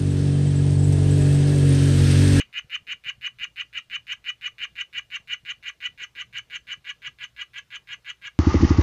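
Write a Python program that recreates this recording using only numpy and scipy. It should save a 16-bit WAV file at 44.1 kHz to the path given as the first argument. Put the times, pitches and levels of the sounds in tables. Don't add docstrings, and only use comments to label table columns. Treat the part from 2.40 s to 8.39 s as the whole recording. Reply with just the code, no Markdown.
import sys
import numpy as np
from scipy import signal
from scipy.io import wavfile
from scipy.ndimage import uniform_filter1d

SR = 44100
rng = np.random.default_rng(int(sys.argv[2]) if len(sys.argv) > 2 else 0)


def level_to_linear(level):
    exponent = np.asarray(level, float) / 20
    return 10 ** exponent


def inscribe(sig):
    pcm = np.round(np.clip(np.atleast_2d(sig).T, -1, 1) * 32767)
    wavfile.write(sys.argv[1], SR, pcm.astype(np.int16))


N = 264159
LEAD_IN = 4410
END_AT = 1.09

# time in seconds, share of the far colour from 0 to 1.
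DISTANCE = [
    (0, 0.08),
    (2.498, 0.16),
    (3.399, 0.33),
    (4.399, 0.5),
    (4.8, 0.72),
    (6, 0.74),
]
# time in seconds, thump level in dB, knock level in dB.
BUMPS = [(0.25, -51.5, -68), (0.549, -60, -80), (0.668, -52, -51), (0.785, -55, -73), (1.015, -54, -60),
         (2.576, -58.5, -64), (2.805, -53.5, -62), (3.037, -58.5, -76), (3.495, -60.5, -58),
         (3.622, -59.5, -51.5), (3.767, -64, -53), (3.946, -58.5, -67), (4.38, -57.5, -62),
         (4.512, -64, -57), (4.685, -54.5, -67), (5.508, -61, -64), (5.721, -63, -75), (5.862, -60, -79)]


def evened(x):
    return x / np.sqrt(np.mean(x ** 2) + 1e-20)


def read(points, hz):
    f, value = np.transpose(points)
    return np.interp(np.log(hz + 1), np.log(f + 1), value)


def add(mix, s, sound):
    at = round(s * SR)
    sound = sound[max(-at, 0):]
    part = mix[max(at, 0):][:len(sound)]
    part += sound[:len(part)]


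def band(x, lo_hz, hi_hz, order=3):
    return signal.sosfilt(signal.butter(order, [lo_hz, hi_hz], "bandpass", fs=SR, output="sos"), x)


def swell(part, start_db, bend, full, lets_go, end_db):
    rise = start_db * (1 - np.clip(part / full, 0, 1) ** bend)
    release = np.clip((part - lets_go) / max(END_AT - lets_go, .01), 0, 1)
    return rise + end_db * release


def chirp(row, luck):
    pace = [(0, .32), (.15, .37), (.3, .5), (.45, .72), (.6, .9), (.74, .98), (.9, 1.01), (.94, 1.17),
            (1.1, 1.22)]
    # start in dB, bend of the rise, fraction where full,
    # fraction where it lets go, end in dB.
    swells = [
        (-15, 1.06, 0.48, 1.084, -20),
        (-32.5, 0.58, .8, 0.92, -24.5),
        (-9.5, 1.85, 0.63, 0.93, -24),
        (-31.5, 1.19, 0.89, 0.87, -28),
        (-29, 2.6, 0.91, .97, -28),
        (-30, 5.1, 1.0, 1.028, -11),
    ]
    jitter, uneven_db, breathy = .022, 1.6, .06
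    break_at, break_jitter = .95, .08
    full_rate_hz, rate_spread = 486, .018

    s, length, sac_db, strain_db = row
    body_db = -33 + 0.38 * (sac_db + 26)
    shrill_db = -49 + strain_db
    t = np.arange(0, END_AT * length, 1 / SR)
    body, sac, upper, shrill, squeak, croak = (swell(t / length, *layer) for layer in swells)

    rate = full_rate_hz * (1 + rate_spread * luck[-1]) * np.interp(t / length, *np.transpose(pace))
    turns = np.cumsum(rate) / SR
    at = np.r_[0, np.flatnonzero(np.diff(np.floor(turns)))]
    wobble = jitter * 490 / rate[at] + break_jitter * (t[at] > break_at * length)
    late = -(turns[at] % 1) + wobble * luck[:len(at)]
    at = np.clip(at + late * SR / rate[at] * (at > 0), 0, len(t) - 2)
    whole, between = at.astype(int), at % 1
    size = level_to_linear(uneven_db * luck[60:len(at) + 60]) * np.sqrt(SR / rate[whole])
    size[0] *= .15

    pulses = np.zeros(len(t))
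    np.add.at(pulses, whole, size * (1 - between))
    np.add.at(pulses, whole + 1, size * between)
    leak = (breathy + .6 * np.exp(-t / .008)) * np.clip(t / .003, 0, 1)
    pulses += leak * luck[200:200 + len(t)]
    rush = level_to_linear(body_db - 35.5) * np.clip(t / .002, 0, 1) * (.5 + 1.1 * np.exp(-t / 0.013))
    rush = rush * (1 + 0.72 * np.cos(2 * np.pi * turns)) * luck[4200:4200 + len(t)]
    fundamental = level_to_linear(body_db - 36.5 + 1.2 * body) * np.sin(2 * np.pi * turns)

    levels_db = [body_db + body, sac_db + sac, body_db - 15.5 + upper,
                 shrill_db - 3.5 + shrill, shrill_db + .6 + squeak,
                 body_db - 8.5 + croak,
                 body_db - 40.5 + .8 * body]
    return [pulses * level_to_linear(db) for db in levels_db] + [rush, fundamental]


def ring(modes, lo_hz, hi_hz):
    t = np.arange(4096) / SR
    h = np.zeros(len(t))
    for k, (f, width, db) in enumerate(modes):
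        width = max(width, 105)
        h += (-1) ** k * level_to_linear(db) * width * np.exp(-np.pi * width * t) * np.sin(2 * np.pi * f * t)
    h = band(h, lo_hz, hi_hz)
    return h / np.linalg.norm(h)


def snap(top_hz=3000, fall_hz=1500, length_s=0.002049):
    u = np.linspace(0, 1, int(length_s * SR))
    cycles = length_s * (top_hz * u - fall_hz * u ** 2 / 2)
    h = np.sin(np.pi * u ** 0.97) ** 2 * np.sin(2 * np.pi * cycles)
    h = band(np.r_[h, 0 * h], 900, 4000, order=2)
    return h / np.linalg.norm(h)


def frog():
    # start in seconds, length in seconds, strength in dB, strain in dB.
    chirps_near = [(-0.044, 0.06, -29.5, -0.5), (.1274, .065, -30.5, 0), (.296, 0.063, -27, 0.5),
                   (.4677, 0.063, -29, 0.5), (.638, 0.064, -29.5, 0.5), (.8109, 0.064, -28.5, 0),
                   (.9852, 0.063, -29, 1), (1.1583, 0.059, -28, -1.5), (1.328, 0.061, -30, 0),
                   (1.4978, 0.065, -28, 1), (1.6679, 0.065, -27.5, 3.5), (1.8414, 0.061, -28.5, 1.5),
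                   (2.011, .066, -29.5, 1), (2.182, 0.067, -27.5, 1.5), (2.3534, 0.066, -30, 1.5),
                   (2.527, 0.065, -28.5, 2), (2.7013, 0.064, -29.5, 2), (2.8733, .068, -28.5, 2.5)]
    chirps_far = [(3.0499, .066, -30, 1.5), (3.226, 0.07, -32.5, 2), (3.403, .066, -29.5, 2),
                  (3.5758, 0.068, -35, 2.5), (3.7512, 0.068, -33.5, 0.5), (3.9266, 0.063, -32, 2),
                  (4.099, 0.067, -32.5, 1.5), (4.269, .066, -33.5, 1), (4.443, 0.066, -35.5, 0.5),
                  (4.6182, 0.059, -36, -1.5), (4.7862, 0.061, -36.5, -2), (4.963, 0.062, -35.5, -1.5),
                  (5.134, .056, -36.5, -0.5), (5.304, 0.06, -37.5, -1), (5.4722, 0.068, -37, -1),
                  (5.6458, 0.063, -36.5, -1), (5.8143, 0.064, -38, -1), (5.9878, 0.042, -37, -2)]
    # frequency in Hz, width in Hz, level in dB.
    body_near = [(1428, 64, -4), (1658, 90, 3.5), (1949.5, 29, 8), (1990, 100, 1.5), (2472, 73, 6),
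                 (2400, 41, -18.5)]
    body_far = [(1353, 34, -6.5), (1679, 87, 7.5), (1980, 67, -3.5), (2010, 93, 2), (2614, 78, -28),
                (2578, 35, 6)]
    sac_near = [(2700, 200, -8), (2944, 54, 2.5), (3226, 45, -12), (2876, 410, -2.5)]
    sac_far = [(2725, 66, -14.5), (2898, 81, 2), (3036, 93, -0.5), (3281, 85, -5), (3002, 380, -3.5)]
    upper_modes = [(3483, 55, 2.5), (3740, 190, 0.5), (4293, 220, -4), (4820, 110, -9.5), (5180, 220, -11)]
    shrill_modes = [(6870, 82, -2.5), (6786, 130, 6), (7180, 130, -0.5), (7570, 440, -10)]
    squeak_modes = [(5566, 120, -9), (6282, 140, 1.5)]
    croak_modes = [(965, 90, -6), (1211, 81, 1), (1646, 75, 4)]
    glint_modes = [(14560, 170, 0)]
    ringing_share = .5

    chirps = chirps_near + chirps_far
    luck = rng.standard_normal((len(chirps), 8400))
    drive = np.zeros((9, N + LEAD_IN))
    for row, chance in zip(chirps, luck):
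        for track, layer in zip(drive, chirp(row, chance)):
            add(track, row[0] + LEAD_IN / SR, layer)
    body, sac, upper, shrill, squeak, croak, glint, rush, fundamental = drive

    away = np.clip(np.interp(np.arange(-LEAD_IN, N) / SR, *np.transpose(DISTANCE)), 0, 1)
    near, far = np.sqrt(1 - away), np.sqrt(away)
    rung = np.sqrt(ringing_share) * body
    paths = [(rung * near, ring(body_near, 1100, 3300)),
             (rung * far, ring(body_far, 1100, 3300)),
             (np.sqrt(1 - ringing_share) * body, snap()),
             (sac * near, ring(sac_near, 2300, 3350)),
             (sac * far, ring(sac_far, 2300, 3600)),
             (upper, ring(upper_modes, 3300, 5230)),
             (shrill, ring(shrill_modes, 6000, 8200)),
             (squeak, ring(squeak_modes, 5300, 6700)),
             (croak, ring(croak_modes, 1100, 1950)),
             (glint, ring(glint_modes, 14000, 15100))]
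    voice = sum(signal.oaconvolve(x, h)[:len(x)] for x, h in paths)
    return voice + band(rush, 5500, 15500, order=2) + fundamental


def tail(t60_of_hz, gap_s):
    taps = np.zeros(SR // 2)
    slots = np.arange(0, len(taps) - 20, 20)
    at = slots + rng.integers(0, 20, len(slots))
    taps[at] = rng.choice([-1., 1.], at.shape)
    hz, t, z = signal.stft(taps, SR, nperseg=128)
    h = signal.istft(z * level_to_linear(-60 * t / t60_of_hz(hz)[:, None]), SR, nperseg=128)[1]
    return np.r_[np.zeros(int(gap_s * SR)), h / np.linalg.norm(h)]


def terrarium(x):
    # frequency in Hz, t60 in seconds.
    tank_decay = [(1000, 0.042), (2000, 0.033), (3000, 0.085), (4500, 0.084), (6300, 0.04), (12000, 0.077)]
    tank_db, room_db, room_t60_s = -8, -19, 0.15
    far_wet_db = 2.5
    sway_hz = .2

    t = np.arange(-LEAD_IN, N) / SR
    fed = x * level_to_linear(far_wet_db * np.interp(t, *np.transpose(DISTANCE)))
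    room = tail(lambda hz: room_t60_s + 0 * hz, .01)
    wet = x + level_to_linear(room_db) * signal.oaconvolve(fed, room)[:len(x)]
    for k in range(3):
        window = np.sqrt(2 / 3) * np.cos(np.pi * (sway_hz * t + k / 3))
        glass = tail(lambda hz: read(tank_decay, hz), 0.001984)
        wet = wet + level_to_linear(tank_db) * signal.oaconvolve(fed * window, glass)[:len(x)]
    return wet[LEAD_IN:]


def grip(t):
    # time in seconds, rumble in dB.
    hold = [(0, 1), (.3, -5), (1.05, -2.5), (1.2, -2.5), (2.6, -0.5), (3.0, -2), (3.6, -0.5), (4.6, -1.5),
            (5.99, -3.5)]
    share, from_db, surge_s = 0.85, -60, .03
    level_db = np.interp(t, *np.transpose(hold))
    for s, thump_db, _ in BUMPS:
        level_db = level_db + share * max(thump_db - from_db, 0) * np.exp(-((t - s) / surge_s) ** 2)
    return level_db


def resonate(x, hz, width):
    turn = np.exp(2j * np.pi * hz * np.arange(len(x)) / SR)
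    r = np.exp(-np.pi * width / SR)
    return 2 * (turn * signal.lfilter([1 - r], [1, -r], x / turn)).real


def background(patchy_db=3.0):
    # frequency in Hz, density in dB per Hz.
    floor_shape = [(12, -47.5), (50, -4), (122, 0), (250, -12.5), (500, -13.5), (837, -19.5), (3000, -18),
                   (15600, -35.5)]
    # frequency in Hz, width in Hz, rms level in dB.
    hum = [
        (58.5, 11, -70.5),
        (119, 6.2, -71.5),
    ]
    floor_db, hop = -66, 256

    frames, hz = N // hop + 5, np.fft.rfftfreq(1024, 1 / SR)
    a, b, patches = rng.standard_normal((frames, 513, 3)).T
    patches = uniform_filter1d(patches, size=12, axis=0)
    patches = evened(uniform_filter1d(patches, size=8, axis=1))
    grip_db = grip(np.arange(frames) * hop / SR)
    column = hz[:, None]
    level_db = read(floor_shape, hz)[:, None] + patchy_db * patches / (1 + column / 6000)
    level_db = level_db + grip_db / (1 + (column / 400) ** 2)
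    noise = signal.istft((a + 1j * b) * level_to_linear(level_db), nperseg=1024, noverlap=768)[1][:N]
    noise = level_to_linear(floor_db) * evened(noise)

    surge = level_to_linear(np.interp(np.arange(N), np.arange(frames) * hop, grip_db))
    for f, width, db in hum:
        waver = resonate(resonate(rng.standard_normal(N), f, width), f, width)
        noise = noise + level_to_linear(db) * surge * evened(waver)
    return noise


def bumps(thump_hz=105, knock_hz=330):
    # time in seconds, peak in dB.
    lone_knocks = [
        (0.481, -49.5),
        (1.25, -53),
        (4.827, -68),
    ]
    # time in seconds, peak in dB.
    ticks = [(0.282, -77), (0.3553, -62.5), (0.5256, -60), (1.73, -54), (2.416, -64), (2.587, -57),
             (2.937, -60), (3.308, -70), (3.463, -65), (3.9814, -55.5), (4.156, -64), (4.8457, -62.5),
             (4.9487, -73), (5.032, -64), (5.187, -60), (5.969, -82)]

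    out, t = np.zeros(N), np.arange(1800) / SR
    swing = np.sin(2 * np.pi * thump_hz * t * (1.3 - 12 * t))
    swing = swing * (1 - np.exp(-t / 0.0029)) * np.exp(-t / 0.0045)
    knock = np.sin(2 * np.pi * knock_hz * t) * (1 - np.exp(-t / 0.0025)) * np.exp(-t / 0.00098)
    for s, thump_db, knock_db in BUMPS:
        add(out, s - .005, -level_to_linear(thump_db + 14) * swing - level_to_linear(knock_db + 18) * knock)
    for s, db in lone_knocks:
        add(out, s, level_to_linear(db + 15) * knock)
    for (s, db), noise in zip(ticks, rng.standard_normal((len(ticks), len(t)))):
        burst = noise * (t / 0.00072) * np.exp(-t / 0.0011)
        add(out, s, level_to_linear(db + 7) * band(burst, 2500, 16000, order=1))
    return out


def scene():
    return (terrarium(frog()) + background() + bumps())[None]


def band_limit(x):
    return signal.sosfilt(signal.butter(12, 16130, fs=SR, output="sos"), x)


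def record(dry):
    lowpass = signal.firwin(1023, 15340, window=("kaiser", 9), fs=SR)
    limited = signal.oaconvolve(dry, lowpass[None], "same")
    return band_limit(limited)


dry = scene()
out = record(dry)
inscribe(out)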